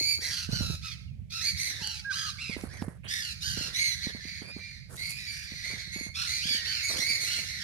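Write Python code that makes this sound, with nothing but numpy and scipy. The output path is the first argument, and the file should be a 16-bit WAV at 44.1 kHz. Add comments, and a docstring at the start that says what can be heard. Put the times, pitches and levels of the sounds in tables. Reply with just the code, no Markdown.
"""A wooded park: a flock of harsh-voiced birds squawks, calls overlapping and ringing among the trunks.
Each squawk is a stack of harmonics on an arch of pitch, shaken by a rasping syrinx and coloured by the throat;
a few sliding sines whistle between them, and rougher far calls answer in bouts.
A hand-held phone moves along a flower bed: damped sine bumps, and filtered noise for scuffs, rustling leaves,
twig ticks, a low rumble and a faint hush."""
import sys
import numpy as np
from scipy import signal
from scipy.fft import rfft, irfft, next_fast_len
from scipy.io import wavfile

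SR = 44100
rng = np.random.default_rng(int(sys.argv[2]) if len(sys.argv) > 2 else 0)


def wrap_up_sound(samples):
    """Save the sound to the file named by the first command line argument, as 16-bit audio."""
    columns = np.atleast_2d(samples).T
    # keep every value between -1 and 1, then stretch to whole-number steps
    tamed = np.clip(columns, -1, 1)
    steps = np.round(tamed * 32767).astype(np.int16)
    wavfile.write(sys.argv[1], SR, steps)


N = 336483
TIME = np.arange(N) / SR
TOP_HZ = 15500  # upper limit of the whole scene

# Firm bumps of steps and of the hand on the phone: [t/s, strength/dB, ring f/Hz]
BUMPS = [(.01, -24.5, 278), (.19, -33, 256), (.49, -17, 151), (0.528, -13.5, 124), (.606, -16, 194),
         (0.699, -14.5, 133), (1.186, -30.5, 76), (1.816, -27, 147.5), (2.421, -47.5, 232),
         (2.495, -18, 181), (2.565, -18, 245), (2.637, -15.5, 216), (2.82, -14, 190), (2.88, -18, 158),
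         (3.572, -18.5, 194), (3.609, -26, 220), (4.068, -19, 207), (4.148, -23.5, 205.5),
         (4.252, -29.5, 201), (4.418, -26.5, 215), (4.564, -23.5, 194), (5.519, -30, 190),
         (5.735, -25, 176), (5.873, -32.5, 127), (5.96, -21, 177), (6.01, -24.5, 210),
         (6.065, -25.5, 169.4), (6.454, -25.5, 166), (6.508, -29.5, 200), (6.546, -27.5, 190),
         (6.894, -48, 198), (6.991, -26, 180), (7.103, -30, 190), (7.391, -34, 190)]


def undb(db):
    """Decibels to gain."""
    return 10 ** (np.asarray(db) / 20)


def unit(x):
    """Scale to rms 1."""
    return x / np.sqrt(np.mean(x ** 2) + 1e-20)


def colour(x, points, tilt_db=0):
    """Filter by an outline of [f/Hz, level/dB], tilted about 4096 Hz by so many dB an octave."""
    n = x.shape[-1]
    size = next_fast_len(n + 1024)
    octave = np.log2(np.maximum(np.fft.rfftfreq(size, 1 / SR), 1))
    hz, db = np.transpose(points)
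    outline_db = np.interp(octave, np.log2(hz), db)
    # the tilt levels off below 1024 Hz and above 8192 Hz
    lean_db = tilt_db * (np.clip(octave, 10, 13) - 12)
    return irfft(rfft(x, size) * undb(outline_db + lean_db), size)[..., :n]


def wobble(n, hz):
    """Random motion of rms 1: noise low-passed at hz, with the filter already settled."""
    lead = SR // 10
    lowpass = signal.butter(2, hz, fs=SR, output="sos")
    return unit(signal.sosfilt(lowpass, rng.standard_normal(n + lead))[lead:])


def swell(t, length, attack, release):
    """Smooth opening and closing of a sound (times in s)."""
    opening = np.sin(np.pi / 2 * np.clip(t / attack, 0, 1))
    closing = np.sin(np.pi / 2 * np.clip((length - t) / release, 0, 1))
    return opening * closing


def add(out, s, x):
    """Mix x into out from time s; it may already be sounding at the start."""
    i = int(s * SR)
    x, i = x[..., max(-i, 0):], max(i, 0)
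    out[..., i:i + x.shape[-1]] += x[..., :max(N - i, 0)]


def stereo_noise(n, shared):
    """Noise at two ports, with a share of its power in common."""
    common = rng.standard_normal(n)
    separate = rng.standard_normal((2, n))
    return np.sqrt(shared) * common + np.sqrt(1 - shared) * separate


def hush(level_db=-70):
    """The faint hush of the park: steady, wide, coloured noise."""
    # Outline of the hush: [f/Hz, level/dB]
    air = [(200, 18), (600, 13.5), (1200, -7), (2200, 12.5), (4500, 1.5), (8000, -1), (14000, -4),
           (16000, -37)]
    return undb(level_db) * unit(colour(stereo_noise(N, 0.083), air))


def rumble(base_db=-48.5, heave_db=1.0, heave_hz=9.7):
    """Low noise that heaves gently at random and swells now and then."""
    # Outline of the rumble: [f/Hz, level/dB]
    low_outline = [(20, -22), (38, -13.5), (70, 6), (120, 1), (185, -5.5), (250, -21), (330, -60),
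                   (900, -84)]
    # Swells of the rumble: [peak t/s, half width/s, rise/dB]
    swings = [(.64, 0.18, 16), (1.131, 0.13, 8), (1.548, 0.037, 9.5), (1.95, 0.13, 0.5), (2.7, 0.3, 4),
              (3.55, 0.15, 7)]
    swings_db = sum(db * np.exp(-((TIME - s) / width) ** 2) for s, width, db in swings)
    level_db = base_db + swings_db + heave_db * wobble(N, heave_hz)
    return unit(colour(stereo_noise(N, .42), low_outline)) * undb(level_db)


def scuffs(grain_db=4, grit_s=0.063, grit_db=-34, firm_hz=190):
    """Scraped soil: coloured noise with a grainy level, in long scuffs and in the grit each bump drags."""
    # Longer scuffs on the soil: [t/s, length/s, level/dB]
    long_scuffs = [(0.165, 0.24, -56.5), (0.501, 0.3, -54), (1.639, 0.29, -60), (2.52, 0.5, -54),
                   (3.033, 0.087, -54.5), (3.572, 0.19, -52), (4.407, 0.13, -51.5), (4.881, 0.18, -53),
                   (5.652, 0.18, -54), (6.453, 0.28, -57), (6.882, 0.18, -42.5), (7.02, 0.58, -55)]
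    # Outline of the scraping: [f/Hz, level/dB]
    soil = [(100, -4), (280, 1), (550, 3.5), (900, -4.5), (1600, -2.5), (4000, -37), (10000, -8),
            (15000, -38)]
    dragged = []
    for s, db, hz in BUMPS:
        # a bump that rings below firm_hz is soft and drags less grit
        softness_db = 40 * np.log10(min(hz / firm_hz, 1))
        dragged.append((s, grit_s, db + grit_db + softness_db))
    out = np.zeros((2, N))
    for s, length, db in list(long_scuffs) + dragged:
        t = np.arange(int(length * SR)) / SR
        grit = stereo_noise(len(t), 0.21) * undb(grain_db * wobble(len(t), 22))
        envelope = swell(t, length, .15 * length, .6 * length)
        add(out, s, undb(db) * unit(colour(grit, soil)) * envelope)
    return out


def bumps(decay_cycles=0.51, rise_cycles=1.25, thud_db=-10, contact_lift=1.34, contact_s=0.0014):
    """Heavily damped rings with a dull noise thud, close to the phone; a lower ring dies more slowly."""
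    out = np.zeros((2, N))
    t = np.arange(SR // 10) / SR
    for s, db, hz in BUMPS:
        # the ring starts high at first contact and drops to its own pitch
        cycles = hz * (t + contact_lift * contact_s * (1 - np.exp(-t / contact_s)))
        lowpass = signal.butter(2, 1.75 * hz, fs=SR, output="sos")
        thud = unit(signal.sosfilt(lowpass, stereo_noise(len(t), 0.27)))
        knock = np.sin(2 * np.pi * cycles) + undb(thud_db) * thud
        envelope = 2 * np.minimum(t * hz / rise_cycles, 1) * np.exp(-t * hz / decay_cycles)
        add(out, s, undb(db) * knock * envelope)
    return out


def ticks(decay_s=0.000053):
    """Dry stems snap: an instant of noise rings a narrow band."""
    # Ticks of the stems: [t/s, peak level/dB, centre f/Hz]
    snaps = [(0.571, -23, 2540), (0.623, -39, 1120), (1.874, -10.5, 8300), (2.612, -24.5, 5830),
             (2.82, -30, 3420), (2.825, -24, 820), (2.884, -31, 1080)]
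    out = np.zeros((2, N))
    t = np.arange(SR // 10) / SR
    for s, db, hz in snaps:
        band = [(hz / 4, -26), (hz, 0), (hz * 1.6, -28), (hz * 4, -42)]
        snap = colour(stereo_noise(len(t), .4) * np.exp(-t / decay_s), band)
        add(out, s, undb(db) * snap / np.abs(snap).max())
    return out


def leaves(grain_db=3, grain_hz=150):
    """Feathery leaves brush past the phone: wide, bright noise with a fast random flicker."""
    # Brushes of the leaves: [t/s, length/s, level/dB]
    brushes = [(2.568, 0.12, -53.5), (4.886, 0.43, -47.5), (5.091, 0.035, -37), (5.307, 0.12, -52)]
    # Outline of the rustle: [f/Hz, level/dB]
    leaf = [(2000, -14.5), (6000, -4), (10500, 0.5), (13000, -9), (15500, -18)]
    out = np.zeros((2, N))
    for s, length, db in brushes:
        t = np.arange(int(length * SR)) / SR
        rustle = stereo_noise(len(t), 0.062) * undb(grain_db * wobble(len(t), grain_hz))
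        envelope = swell(t, length, .2 * length, .7 * length)
        add(out, s, undb(db) * unit(colour(rustle, leaf)) * envelope)
    return out


def grove(x, s, far_db, tail_db=-8):
    """A sound from its own perch: direct path, quick scatter off ground and wall, and a tail set by far_db."""
    # The phone turns past the flock: [t/s, lead of the left port/ms]
    bearing = [(0, -0.055), (2.5, -0.07), (3.1, 0.39), (4.2, 0.35), (7.6, 0.41)]
    early_s, spread_ms = .004, .03
    low_t60, full_t60 = .46, .42  # seconds to fall by 60 dB
    t = np.arange(SR * 2 // 3) / SR
    lead_ms = np.interp(s, *np.transpose(bearing)) + spread_ms * rng.standard_normal()
    lead = lead_ms * SR / 1000
    # fractional delays place the call between the ports
    taps = np.arange(len(t)) - 32
    direct = np.array([np.sinc(taps + side * lead / 2) for side in (1, -1)])
    early = rng.standard_normal((2, len(t))) * np.exp(-t / early_s) * (t > .001)
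    # the tail builds up over 95 ms; its lows last a little longer
    noise = rng.standard_normal((2, len(t))) * np.minimum(t / 0.095, 1)
    low = signal.sosfilt(signal.butter(3, 2400, fs=SR, output="sos"), noise)
    tail = low * undb(-60 * t / low_t60) + noise[::-1] * undb(-60 * t / full_t60)
    echoes = unit(early) + undb(tail_db + far_db) * unit(tail)
    paths = direct + echoes / np.sqrt(len(t))
    heard = signal.fftconvolve(x[None], paths, axes=1)
    # the paths spread the energy in time without adding to it
    return heard * np.linalg.norm(x) / np.linalg.norm(heard, axis=1, keepdims=True)


def arch(length, top_hz, rough):
    """Rise and fall times and start, top and end pitch of a far call, shaped by its pitch and roughness."""
    height = np.log2(top_hz / 1989)  # octaves above the usual pitch
    # a higher call climbs for a larger share of its length
    share = np.clip(.44 + 0.228 * height, .1, .9)
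    # a rougher call starts lower; a rougher or deeper one sags further (octaves)
    scoop = .16 + .26 * rough
    sag = .1 + .35 * rough - .22 * height
    return share * length, (1 - share) * length, top_hz / 2 ** scoop, top_hz, top_hz / 2 ** sag


def chatter(calls_per_s=8, bright_db=3.5, low_hz=1900, high_hz=2450, short_s=0.11, long_s=0.31):
    """Far birds squawk at random through each bout, each with its own pitch and length."""
    # Spells in which the rest of the flock joins in, deeper in the trees: [t/s, length/s, level of a call/dB]
    bouts = [(1.398, .41, -41), (2.455, 0.27, -64), (3.198, 0.53, -46.5), (3.846, 0.28, -43.5),
             (4.149, .5, -46.5), (4.979, 0.82, -42), (6.152, 1.33, -36)]
    far_db, clear, harsh = 5, .5, 1.25  # extra tail; range of roughness
    out = np.zeros((2, N))
    for start, length, db in bouts:
        count = round(length * calls_per_s)
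        for k, (when, depth, hold) in enumerate(rng.random((count, 3))):
            s = start + (k + when) * length / count
            # the deeper a bird calls, the rougher
            rough = clear + depth * (harsh - clear)
            call_s = short_s + hold * (long_s - short_s)
            shape = arch(call_s, high_hz - depth * (high_hz - low_hz), rough)
            call = squawk(*shape, rough, bright_db)
            add(out, s, undb(db) * grove(call, s, far_db))
    return out


def whistles():
    """Whistled notes: quavering sines gliding along a parabola of pitch."""
    # Notes: [t/s, length/s, start f/Hz, middle f/Hz, end f/Hz, level/dB, quaver/share of the pitch]
    notes = [(1.067, 0.085, 3100, 2540, 2450, -67, 0.0057), (1.8, 0.11, 993, 838, 890, -55, 0.03),
             (2.043, 0.078, 1590, 1628, 1485, -33, 0.0058), (2.104, 0.051, 1472, 1160, 1170, -51, 0.011),
             (2.143, 0.16, 1310, 1324, 1183, -44.5, 0.025)]
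    out = np.zeros((2, N))
    for s, length, start_hz, middle_hz, end_hz, db, quaver in notes:
        t = np.arange(int(length * SR)) / SR
        glide = np.polyfit([0, length / 2, length], [start_hz, middle_hz, end_hz], 2)
        hz = np.polyval(glide, t) * (1 + quaver * wobble(len(t), 200))
        note = unit(np.sin(2 * np.pi * np.cumsum(hz) / SR) * swell(t, length, 0.019, 0.0085))
        add(out, s, undb(db) * grove(note, s, -4))
    return out


def squawk(rise, fall, start_hz, top_hz, end_hz, rough, bright_db, second_db=0, edge_db=-6):
    """One call: pressure lifts pitch and level in an arch; the syrinx rasps most at its slack ends."""
    # Resonances of the birds' throat and beak: [f/Hz, level/dB]
    throat = [(700, -43), (1050, -44.5), (1300, -14), (1600, -7), (2200, -5.5), (2700, -8), (3250, -9.5),
              (3750, -9), (4250, -4.5), (4600, -6.5), (5050, -11), (6500, -19), (7500, -30.5),
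              (9000, -27.5), (11300, -32), (13500, -36), (15500, -66.5)]
    # Outline of the screech noise: [f/Hz, level/dB]
    screech_outline = [(2400, -4), (4000, 5.5), (7000, 8.5), (14000, -9)]
    jitter, jitter_hz, waver, waver_hz = .056, 420, .017, 62.2  # pitch shake, as shares of the pitch
    fray, fray_per_rasp, fray_hz = .35, .22, 170  # phase shake in radians
    flutter, flutter_hz = .3, 240  # shake of the level
    edge_rough, hiss_db, screech_db = .45, -13, -13
    attack, release, sag_power = .04, .052, 1.6
    t = np.arange(int((rise + fall) * SR)) / SR
    n = len(t)

    # slack is 0 at the top of the arch and 1 at either end
    slack = np.where(t < rise, (1 - t / rise) ** 2, np.abs((t - rise) / fall) ** sag_power)
    hz = top_hz + slack * (np.where(t < rise, start_hz, end_hz) - top_hz)
    rasp = rough + edge_rough * slack * max(1 - rough, 0)
    shake = jitter * wobble(n, jitter_hz) + waver * wobble(n, waver_hz)
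    phase = 2 * np.pi * np.cumsum(hz * (1 + rasp * shake)) / SR

    # the rasp frays each harmonic into a band
    tone = np.zeros(n)
    for k in range(1, int(TOP_HZ / top_hz) + 2):
        frayed = (fray + fray_per_rasp * rasp) * wobble(n, fray_hz)
        harmonic = np.sin(k * phase + frayed + rng.uniform(0, 2 * np.pi))
        tone += undb(second_db * (k == 2)) * harmonic

    # turbulent air sounds mostly at the throat's strongest resonances, so it passes them twice
    hiss = unit(colour(colour(rng.standard_normal(n), throat), throat, bright_db))
    # a broad screech fills the gaps between the upper harmonics
    screech = colour(rng.standard_normal(n), screech_outline)
    source = unit(tone) + undb(screech_db) * np.sqrt(rasp) * screech
    voice = unit(colour(source, throat, bright_db)) + undb(hiss_db) * rasp * hiss
    voice = unit(voice * np.exp(flutter * wobble(n, flutter_hz)))
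    return voice * undb(edge_db * slack) * swell(t, rise + fall, attack, release)


def flock(faint_db=-33, tail_per_db=-0.25):
    """The single squawks, near and far, each from its own perch; below faint_db the tail thins a little."""
    # Squawks: [t/s, rise/s, fall/s, start f/Hz, top f/Hz, end f/Hz, level/dB,
    #   roughness/0 clear to about 1 harsh, tilt/dB an octave, second harmonic/dB]
    squawks = [ (-.04, 0.15, 0.079, 1970, 2302, 2160, -24.5, 0.26, 8, 2),
               (.2, .06, 0.093, 1538, 1994, 1627, -30, 1.09, 6.5, -8),
               (.295, 0.033, 0.15, 1635, 1599, 1302, -32, 1.06, 6, -1),
               (.5, 0.055, 0.083, 1162, 1494, 1368, -31, 0.62, 6, -4),
               (0.592, 0.032, 0.16, 1405, 1375, 1260, -35, 0.79, 6.5, -2),
               (.812, 0.043, 0.11, 1000, 1293, 958, -37, 0.84, 3, 0.5),
               (1.295, 0.082, 0.078, 1060, 1332, 1268, -33.5, 0.84, 4.5, -2),
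               (1.4, 0.08, 0.055, 1620, 2258, 2163, -25.5, 0.58, 8, -.5),
               (1.562, 0.071, 0.11, 1646, 2166, 1827, -30, 0.65, 8, -5),
               (1.795, 0.059, .17, 1074, 1500, 1037, -33.5, 0.73, 7, 3),
               (2.095, .11, 0.13, 941, 1662, 1153, -31.5, 0.94, 5.5, -2.5),
               (2.373, 0.056, 0.15, 956, 1369, 864, -35, 0.59, 5, 7),
               (2.68, .08, 0.086, 1455, 2050, 1535, -45.5, 0.69, 1, -19),
               (3.028, .04, 0.14, 1180, 1550, 1460, -44, 1.6, -10, 26),
               (3.071, 0.085, 0.11, 1409, 1910, 1396, -30.5, 0.85, 5.5, -4.5),
               (3.211, 0.036, 0.11, 1500, 1465, 1223, -34.5, 0.79, 7, -1),
               (3.401, 0.071, 0.11, 1102, 1574, 1380, -30.5, 0.85, 7, -3),
               (3.55, 0.041, .13, 1406, 1422, 1249, -32, 0.97, 5.5, -2.5),
               (3.726, 0.097, 0.14, 1720, 2162, 1880, -25.5, .42, 6, -1),
               (3.995, 0.043, 0.091, 1543, 2194, 1540, -33.5, 1.13, 2.5, 0.5),
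               (4.18, 0.14, 0.12, 1650, 2225, 2163, -40, 1.02, 1.5, -2),
               (4.41, 0.11, 0.07, 2200, 2417, 2370, -44, 0.2, -2.5, 1),
               (4.58, .07, 0.082, 2200, 2370, 2340, -42.5, .15, -8.5, 1.5),
               (4.68, 0.062, 0.18, 2378, 2400, 2390, -56, 0.19, -9, 11),
               (4.959, 0.11, 0.079, 1780, 2227, 2220, -34, 0.88, 2, 0),
               (5.057, 0.1, 0.097, 2354, 2450, 2370, -44, 0.11, 3.5, -5),
               (5.246, 0.059, 0.047, 2120, 2307, 2360, -35, 0.11, 2, 1),
               (5.291, .05, 0.15, 1550, 1840, 1700, -41, 1.46, 5, -12),
               (5.52, 0.057, 0.059, 2256, 2460, 2350, -47.5, .3, 7, 2),
               (5.612, 0.082, 0.083, 1598, 2221, 2063, -34.5, 0.54, 4, -1.5),
               (5.76, 0.041, 0.062, 1748, 2166, 1870, -41.5, 1.27, 5.5, -3),
               (5.906, 0.072, 0.12, 2070, 2217, 2085, -35.5, 0.21, 4, -3),
               (6.138, 0.077, 0.075, 1072, 1413, 1394, -30, 0.93, 3.5, -1),
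               (6.239, 0.059, 0.13, 1684, 2076, 1915, -30.5, 0.96, 6.5, -3),
               (6.394, .1, 0.13, 956, 1726, 1387, -31, 0.69, 7, 1.5),
               (6.467, 0.036, 0.097, 2130, 2296, 2230, -26.5, .05, 6.5, 2.5),
               (6.633, 0.057, .16, 939, 1527, 1211, -32, .62, 4.5, 0),
               (6.812, .045, 0.053, 1992, 2235, 2155, -29, 0.15, 6.5, -5.5),
               (6.865, 0.023, 0.08, 1907, 2150, 1514, -28.5, 1.11, 9.5, -5),
               (6.947, 0.072, 0.041, 1010, 1902, 1920, -28.5, 0.87, 9.5, 1.5),
               (6.99, 0.12, 0.097, 1952, 2274, 2120, -26.5, 0.26, 5.5, -5),
               (7.185, 0.041, 0.072, 1604, 2148, 1906, -29.5, 0.58, 10, -6),
               (7.239, 0.073, .13, 1008, 1442, 1294, -30.5, .75, 9, 3.5),
               (7.36, 0.04, 0.17, 2050, 2200, 2084, -43, 0.48, 10.5, -14),
               (7.582, 0.1, 0.11, 1632, 2033, 1682, -36, 0.87, 4, -11.5)]
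    out = np.zeros((2, N))
    for s, rise, fall, start_hz, top_hz, end_hz, db, rough, tilt_db, second_db in squawks:
        fainter_db = max(faint_db - db, 0)
        call = squawk(rise, fall, start_hz, top_hz, end_hz, rough, tilt_db, second_db)
        add(out, s, undb(db) * grove(call, s, tail_per_db * fainter_db))
    return out


def scene():
    """The park's hush and rumble, the moving phone, and the birds in the trees."""
    park = hush() + rumble()
    handling = scuffs() + bumps() + ticks() + leaves()
    birds = chatter() + whistles() + flock()
    return park + handling + birds


def record(dry):
    """The left port is shaded, so the right hears more but at the very top; a steep filter cuts above TOP_HZ."""
    # Balance of the ports: [f/Hz, left minus right level/dB]
    shade = [(60, -7.5), (200, -13), (700, -6.5), (1300, -9), (2400, -7.5), (4400, -5.3), (8000, -3.5),
             (14000, .7)]
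    left = colour(dry[0], [(hz, db / 2) for hz, db in shade])
    right = colour(dry[1], [(hz, -db / 2) for hz, db in shade])
    lowpass = signal.ellip(10, .2, 80, TOP_HZ, fs=SR, output="sos")
    return signal.sosfilt(lowpass, undb(-1.5) * np.array([left, right]))


dry = scene()
out = record(dry)
wrap_up_sound(out)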